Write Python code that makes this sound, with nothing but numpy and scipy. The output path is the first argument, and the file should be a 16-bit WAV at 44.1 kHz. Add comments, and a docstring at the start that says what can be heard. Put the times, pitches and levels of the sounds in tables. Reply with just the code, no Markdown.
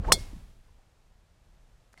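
"""A golf driver cracks a ball off the tee: damped modes give a hollow knock, then the metal head rings.
Bursts of filtered noise add the shell's clash, and the crack briefly overloads the microphone.
Turf, trees and farther woods scatter it back as decaying noise; the club's swish is vortex tone and air rush.
Wind rumble dies away to a quiet outdoor hush of shaped noise, with soft scuffs of narrow-band noise.
Small clicks of gear, each a damped mode with a noise tick, come at the end."""
import sys
import numpy as np
from scipy import signal
from scipy.fft import rfft, irfft
from scipy.io import wavfile

SR = 44100
rng = np.random.default_rng(int(sys.argv[2]) if len(sys.argv) > 2 else 0)


def master(y):
    """Save y as 16-bit WAV."""
    cut = np.clip(np.atleast_2d(y).T, -1, 1)
    pcm = np.round(cut * 32767)  # scale
    wavfile.write(sys.argv[1], SR, pcm.astype(np.int16))


N = 88200
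T = np.arange(N) / SR  # time, s

# Spectra hold relative levels: noise() scales each one to rms 1. T60 is the time to fall by 60 dB.

# Modes of the knock of ball on face: [f/Hz, level/dB, T60/s]
KNOCK_MODES = [(514.25, -11.5, .02), (1020, -9.5, 0.014), (1280, -6, .011), (1833, -6.5, .009),
               (2857, -7, 0.0074), (8265, -14.5, .005)]
# Modes of the hollow head: [f/Hz, level/dB, T60/s]
HEAD_MODES = [(2160, -38, .27), (3318.4, -28.5, 0.12), (3374, -23, .085), (3530, -24, .1),
              (4133, -18.5, .06), (4232.5, -16, .07), (4370, -25, 0.094), (4615, -31, 0.12),
              (4936, -20.5, 0.028), (5280, -14.5, .05), (5672, -21, .055), (6344, -20, .035),
              (6756, -28, .055), (7708, -24, 0.051), (8085, -17.5, 0.055), (8290, -23, .045),
              (8870, -16.5, 0.047), (9807, -26, .04), (9750, -25.5, 0.046), (10500, -22.5, .036),
              (10583, -20, .032)]
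# Crowd of short-lived shell modes: [f/Hz, level/dB per Hz]
SHELL_SPECTRUM = [(400, -19), (1500, -17), (2900, -19.5), (3400, -9), (4000, -9), (4800, 3), (6000, -2),
                  (8000, 0.5), (10500, -1.5), (12500, -16.5), (14800, -11), (16000, -20)]
# First bright clash as the ball leaves: [f/Hz, level/dB per Hz]
CLASH_SPECTRUM = [(1500, -7.5), (2800, -5.5), (4000, 0), (8000, -2.5), (11000, -4), (12700, -13),
                  (14500, -4), (16000, -12)]
IMPACT_S = 0.1202  # the face meets the ball
RELEASE_S = 0.0022  # the head rings out this much later
HEAD_ATTACK_S = 0.00033
SHELL_DB, SHELL_T60_S = -13.5, 0.06
CLASH_DB, CLASH_T60_S = -10, 0.021

# Scatter off the turf close by: [f/Hz, level/dB per Hz]
TURF_SPECTRUM = [(300, 3.5), (800, 2.5), (1500, 0), (2800, -7), (5000, -1.5), (9000, -2), (12000, -11),
                 (15500, -16.5)]
# Scatter from the near trees: [f/Hz, level/dB per Hz]
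TREE_SPECTRUM = [(200, -5.5), (900, -5.5), (1500, -8.5), (2200, -3), (3000, -7), (4200, -0.5), (5400, 3.5),
                 (6800, -3.5), (8500, -1.5), (11000, -8.5), (13000, -17.5), (15500, -20.5)]
# Scatter from the farther woods: [f/Hz, level/dB per Hz]
WOODS_SPECTRUM = [(200, 6), (800, 3.5), (1400, -1), (2500, -2.5), (4200, -5.5), (8000, -9.5),
                  (11000, -11.5), (15500, -21.5)]
TURF_DB, TURF_T60_S = -32, 0.13
TREES_DELAY_S, TREES_RISE_S = 0.042, 0.04  # shared by near trees, woods and ring echo
TREES_DB, TREES_T60_S = -42, 0.26
WOODS_DB, WOODS_T60_S = -51.5, 1.326
RING_ECHO_DB, RING_ECHO_T60_S = -55.5, 0.33
RING_ECHO_HALF_WIDTH_HZ = 12

# Vortex tone of the club, which follows its speed: [t/s, f/Hz, level/dB]
SWING_CURVE = [(0, 348.6, -78.5), (.04, 500.6, -50), (.072, 759.9, -53.5), (.088, 890.2, -34),
               (.108, 1079, -34.5), (.119, 1076, -40), (.136, 710.9, -35), (.16, 575.7, -47),
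               (.18, 460.6, -47.5), (.22, 330, -89), (.3, 200, -82.5)]
# Broad rush of air around the club: [f/Hz, level/dB per Hz]
RUSH_SPECTRUM = [(150, 4.5), (600, 7), (1200, -2), (2000, -8), (4000, -15), (8000, -22), (12000, -31),
                 (16000, -43)]
VORTEX_HALF_WIDTH_HZ = 71
# The slower shaft sings at a share of the pitch; its level is relative to the vortex tone.
SHAFT_PITCH_SHARE, SHAFT_DB, SHAFT_HALF_WIDTH_HZ = 0.55, -2, 120
RUSH_PEAK_S, RUSH_PEAK_DB = 0.086, -41.5
RUSH_RISE_DB_PER_S, RUSH_FALL_DB_PER_S = 188.5, 259.5

# Soft scuffs and thuds of shoes on turf: [t/s, level/dB, centre f/Hz, Gaussian length/s]
SCUFFS = [(.035, -55, 700, 0.0031), (.05, -39.5, 1000, 0.0036), (.058, -49.5, 1150, 0.0022),
          (.334, -44, 260, 0.00331), (0.368, -43.5, 119.4, 0.006), (.687, -69, 743.8, 0.00858),
          (0.791, -65, 600, 0.00675)]
SCUFF_HALF_WIDTH_SHARE = 0.474  # of the centre frequency

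# Small clicks of gear: [t/s, knock level/dB, tick level/dB, knock f/Hz, T60/s, tick edge f/Hz]
CLICKS = [(1.928, -78.5, -62.5, 2510, .04, 13960), (1.931, -69.5, -58, 3000, 0.0151, 13970),
          (1.9411, -45.5, -49.5, 1508, 0.00572, 6024), (1.968, -59, -66, 2060, 0.01475, 5000),
          (1.9762, -46.5, -55.5, 2076, 0.0313, 9500), (1.9825, -57.5, -56, 684, 0.0174, 8000),
          (1.986, -59, -64.5, 4400, 0.045, 7000), (1.993, -59, -61, 4623, 0.057, 5000),
          (1.9985, -47.5, -57, 1415, 0.0134, 5000)]
# Bright tick of a click: [f/Hz, level/dB per Hz]
TICK_SPECTRUM = [(300, 2), (2000, 1.5), (3200, -8.5), (4500, -2.5), (9500, -4.5), (12000, -7.5),
                 (16000, -20)]

# Wind on the microphone over time: [t/s, level/dB]
RUMBLE_LEVEL = [(0, -25), (.05, -39.5), (.075, -23), (.11, -28), (.15, -30.5), (.18, -41.5), (.21, -34.5),
                (.26, -42.5), (.36, -45), (.48, -48), (.54, -56.5), (.59, -50), (.64, -63.5), (.7, -55),
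                (.8, -61), (1.3, -61.5), (1.66, -57), (1.75, -60), (2, -60.5)]
# Colour of the wind rumble: [f/Hz, level/dB per Hz]
RUMBLE_SPECTRUM = [(15, -4), (28, 4), (48, -2), (80, -7), (130, -13.5), (220, -21.5), (400, -33.5),
                   (1000, -58), (16000, -110)]
# Hush of leaves and distance over time: [t/s, level/dB]
HUSH_LEVEL = [(0.62, -76.5), (0.64, -70), (1.25, -71), (1.55, -69.5), (1.896, -70), (1.9, -70.5)]
# Colour of the hush: [f/Hz, level/dB per Hz]
HUSH_SPECTRUM = [(88, -32.5), (150, -2), (275, -16), (328, -11.5), (730, -9.5), (1060, -13.5), (1290, -15),
                 (1760, -17), (7770, -25), (14500, -36), (16000, -52.5)]

OVERLOAD = 0.58  # amplitude that the limiter approaches
OVERLOAD_HARDNESS = 8
CUTOFF_HZ = 15900


def from_db(db):
    """Amplitude ratio: 20 dB is a factor of ten."""
    return 10 ** (np.asarray(db) / 20)


def rms_one(x):
    """Normalisation by mean square: the result has rms 1."""
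    return x / np.sqrt(np.mean(x ** 2) + 1e-20)


def in_time(rows):
    """Linear interpolation: each column of a curve table at every sample."""
    times, *columns = np.transpose(rows)
    return [np.interp(T, times, column) for column in columns]


def noise(spectrum):
    """Spectral shaping of white noise, falling 12 dB/octave more below the lowest point; rms 1."""
    hz, db = np.transpose(spectrum)
    f = np.arange(N // 2 + 1) * SR / N + 1e-6
    gain = from_db(np.interp(np.log(f), np.log(hz), db))
    gain = gain * np.minimum(f / hz[0], 1) ** 2
    white = rng.standard_normal(N)
    return rms_one(irfft(rfft(white) * gain, N))


def narrow_noise(hz, half_width_hz):
    """Quadrature modulation: slow noise carried on a fixed or moving pitch; rms 1."""
    low_pass = signal.butter(2, half_width_hz, fs=SR, output="sos")
    in_phase, quadrature = signal.sosfilt(low_pass, rng.standard_normal((2, N)))
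    phase = 2 * np.pi * np.cumsum(hz * np.ones(N)) / SR
    return rms_one(in_phase * np.cos(phase) + quadrature * np.sin(phase))


def decay(start, t60, attack=1e-4):
    """Exponential damping, with a straight rise over the attack."""
    age = np.maximum(T - start, 0)
    return np.minimum(age / attack, 1) * from_db(-60 * age / t60)


def ring(start, hz, t60):
    """Free vibration of one struck mode: a damped sine."""
    return decay(start, t60) * np.sin(2 * np.pi * hz * (T - start))


def strike():
    """Modal superposition: knock of contact, then the head's modes and the noisy clash of its thin shell."""
    knock = 0
    for k, (hz, db, t60) in enumerate(KNOCK_MODES):
        knock = knock + (-1) ** k * from_db(db) * ring(IMPACT_S, hz, t60)  # alternating polarity

    free = IMPACT_S + RELEASE_S
    head = 0
    for hz, db, t60 in HEAD_MODES:
        tone = np.sin(2 * np.pi * (hz * T + rng.random()))  # random phase
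        head = head + from_db(db) * decay(free, t60, HEAD_ATTACK_S) * tone

    shell = from_db(SHELL_DB) * decay(free, SHELL_T60_S, HEAD_ATTACK_S) * noise(SHELL_SPECTRUM)
    clash = from_db(CLASH_DB) * decay(free, CLASH_T60_S, HEAD_ATTACK_S) * noise(CLASH_SPECTRUM)
    return knock + head + shell + clash


def scatter():
    """Diffuse scattering: countless leaves and blades smear the crack into hiss, turf first, then trees."""
    back = IMPACT_S + TREES_DELAY_S
    turf = from_db(TURF_DB) * decay(IMPACT_S, TURF_T60_S, RELEASE_S) * noise(TURF_SPECTRUM)
    near = from_db(TREES_DB) * decay(back, TREES_T60_S, TREES_RISE_S) * noise(TREE_SPECTRUM)

    # The head's lowest, longest mode comes back too.
    ring_hz = HEAD_MODES[0][0]
    ring_echo = narrow_noise(ring_hz, RING_ECHO_HALF_WIDTH_HZ)
    ring_echo = from_db(RING_ECHO_DB) * decay(back, RING_ECHO_T60_S, TREES_RISE_S) * ring_echo

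    woods = from_db(WOODS_DB) * decay(back, WOODS_T60_S, TREES_RISE_S) * noise(WOODS_SPECTRUM)
    return turf + near + ring_echo + woods


def swish():
    """Vortex shedding: pitch follows club speed, up into the ball and down after, over a rush of air."""
    hz, db = in_time(SWING_CURVE)
    vortex = narrow_noise(hz, VORTEX_HALF_WIDTH_HZ)
    shaft = from_db(SHAFT_DB) * narrow_noise(SHAFT_PITCH_SHARE * hz, SHAFT_HALF_WIDTH_HZ)
    swinging = T < SWING_CURVE[-1][0]
    tones = from_db(db) * (vortex + shaft) * swinging

    before_peak = RUSH_RISE_DB_PER_S * (RUSH_PEAK_S - T)
    after_peak = RUSH_FALL_DB_PER_S * (T - RUSH_PEAK_S)
    rush_db = RUSH_PEAK_DB - np.maximum(before_peak, after_peak)
    return tones + from_db(rush_db) * noise(RUSH_SPECTRUM)


def scuffs():
    """Friction noise: each scuff is a short Gaussian swell of band-limited noise."""
    total = 0
    for start, db, hz, length in SCUFFS:
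        swell = np.exp(-0.5 * ((T - start) / length) ** 2)
        total = total + from_db(db) * swell * narrow_noise(hz, SCUFF_HALF_WIDTH_SHARE * hz)
    return total


def clicks():
    """Impact excitation: each click is a small damped knock with a low-passed noise tick."""
    tick = noise(TICK_SPECTRUM)
    total = 0
    for start, knock_db, tick_db, hz, t60, edge_hz in CLICKS:
        low_pass = signal.butter(2, edge_hz, fs=SR, output="sos")
        dulled = signal.sosfilt(low_pass, tick)
        total = total + from_db(knock_db) * ring(start, hz, t60)
        total = total + from_db(tick_db) * decay(start, t60) * dulled
    return total


def outdoors():
    """Turbulence and diffuse sound: wind rumble on the microphone and the hush of the range."""
    (rumble_db,) = in_time(RUMBLE_LEVEL)
    (hush_db,) = in_time(HUSH_LEVEL)
    rumble = from_db(rumble_db) * noise(RUMBLE_SPECTRUM)
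    hush = from_db(hush_db) * noise(HUSH_SPECTRUM)
    return rumble + hush


def scene():
    """Linear superposition of the strike, its scatter, the swish and the quiet range; one channel."""
    mix = strike() + scatter() + swish() + scuffs() + clicks() + outdoors()
    return mix[None]


def record(dry):
    """Saturation and band limiting: the crack overloads the input, then a steep low-pass cuts the top."""
    overload = np.abs(dry / OVERLOAD) ** OVERLOAD_HARDNESS
    clipped = dry / (1 + overload) ** (1 / OVERLOAD_HARDNESS)
    # Order 10, 0.1 dB passband ripple, 80 dB stopband attenuation
    low_pass = signal.ellip(10, 0.1, 80, CUTOFF_HZ, fs=SR, output="sos")
    return signal.sosfilt(low_pass, clipped)


dry = scene()
out = record(dry)
master(out)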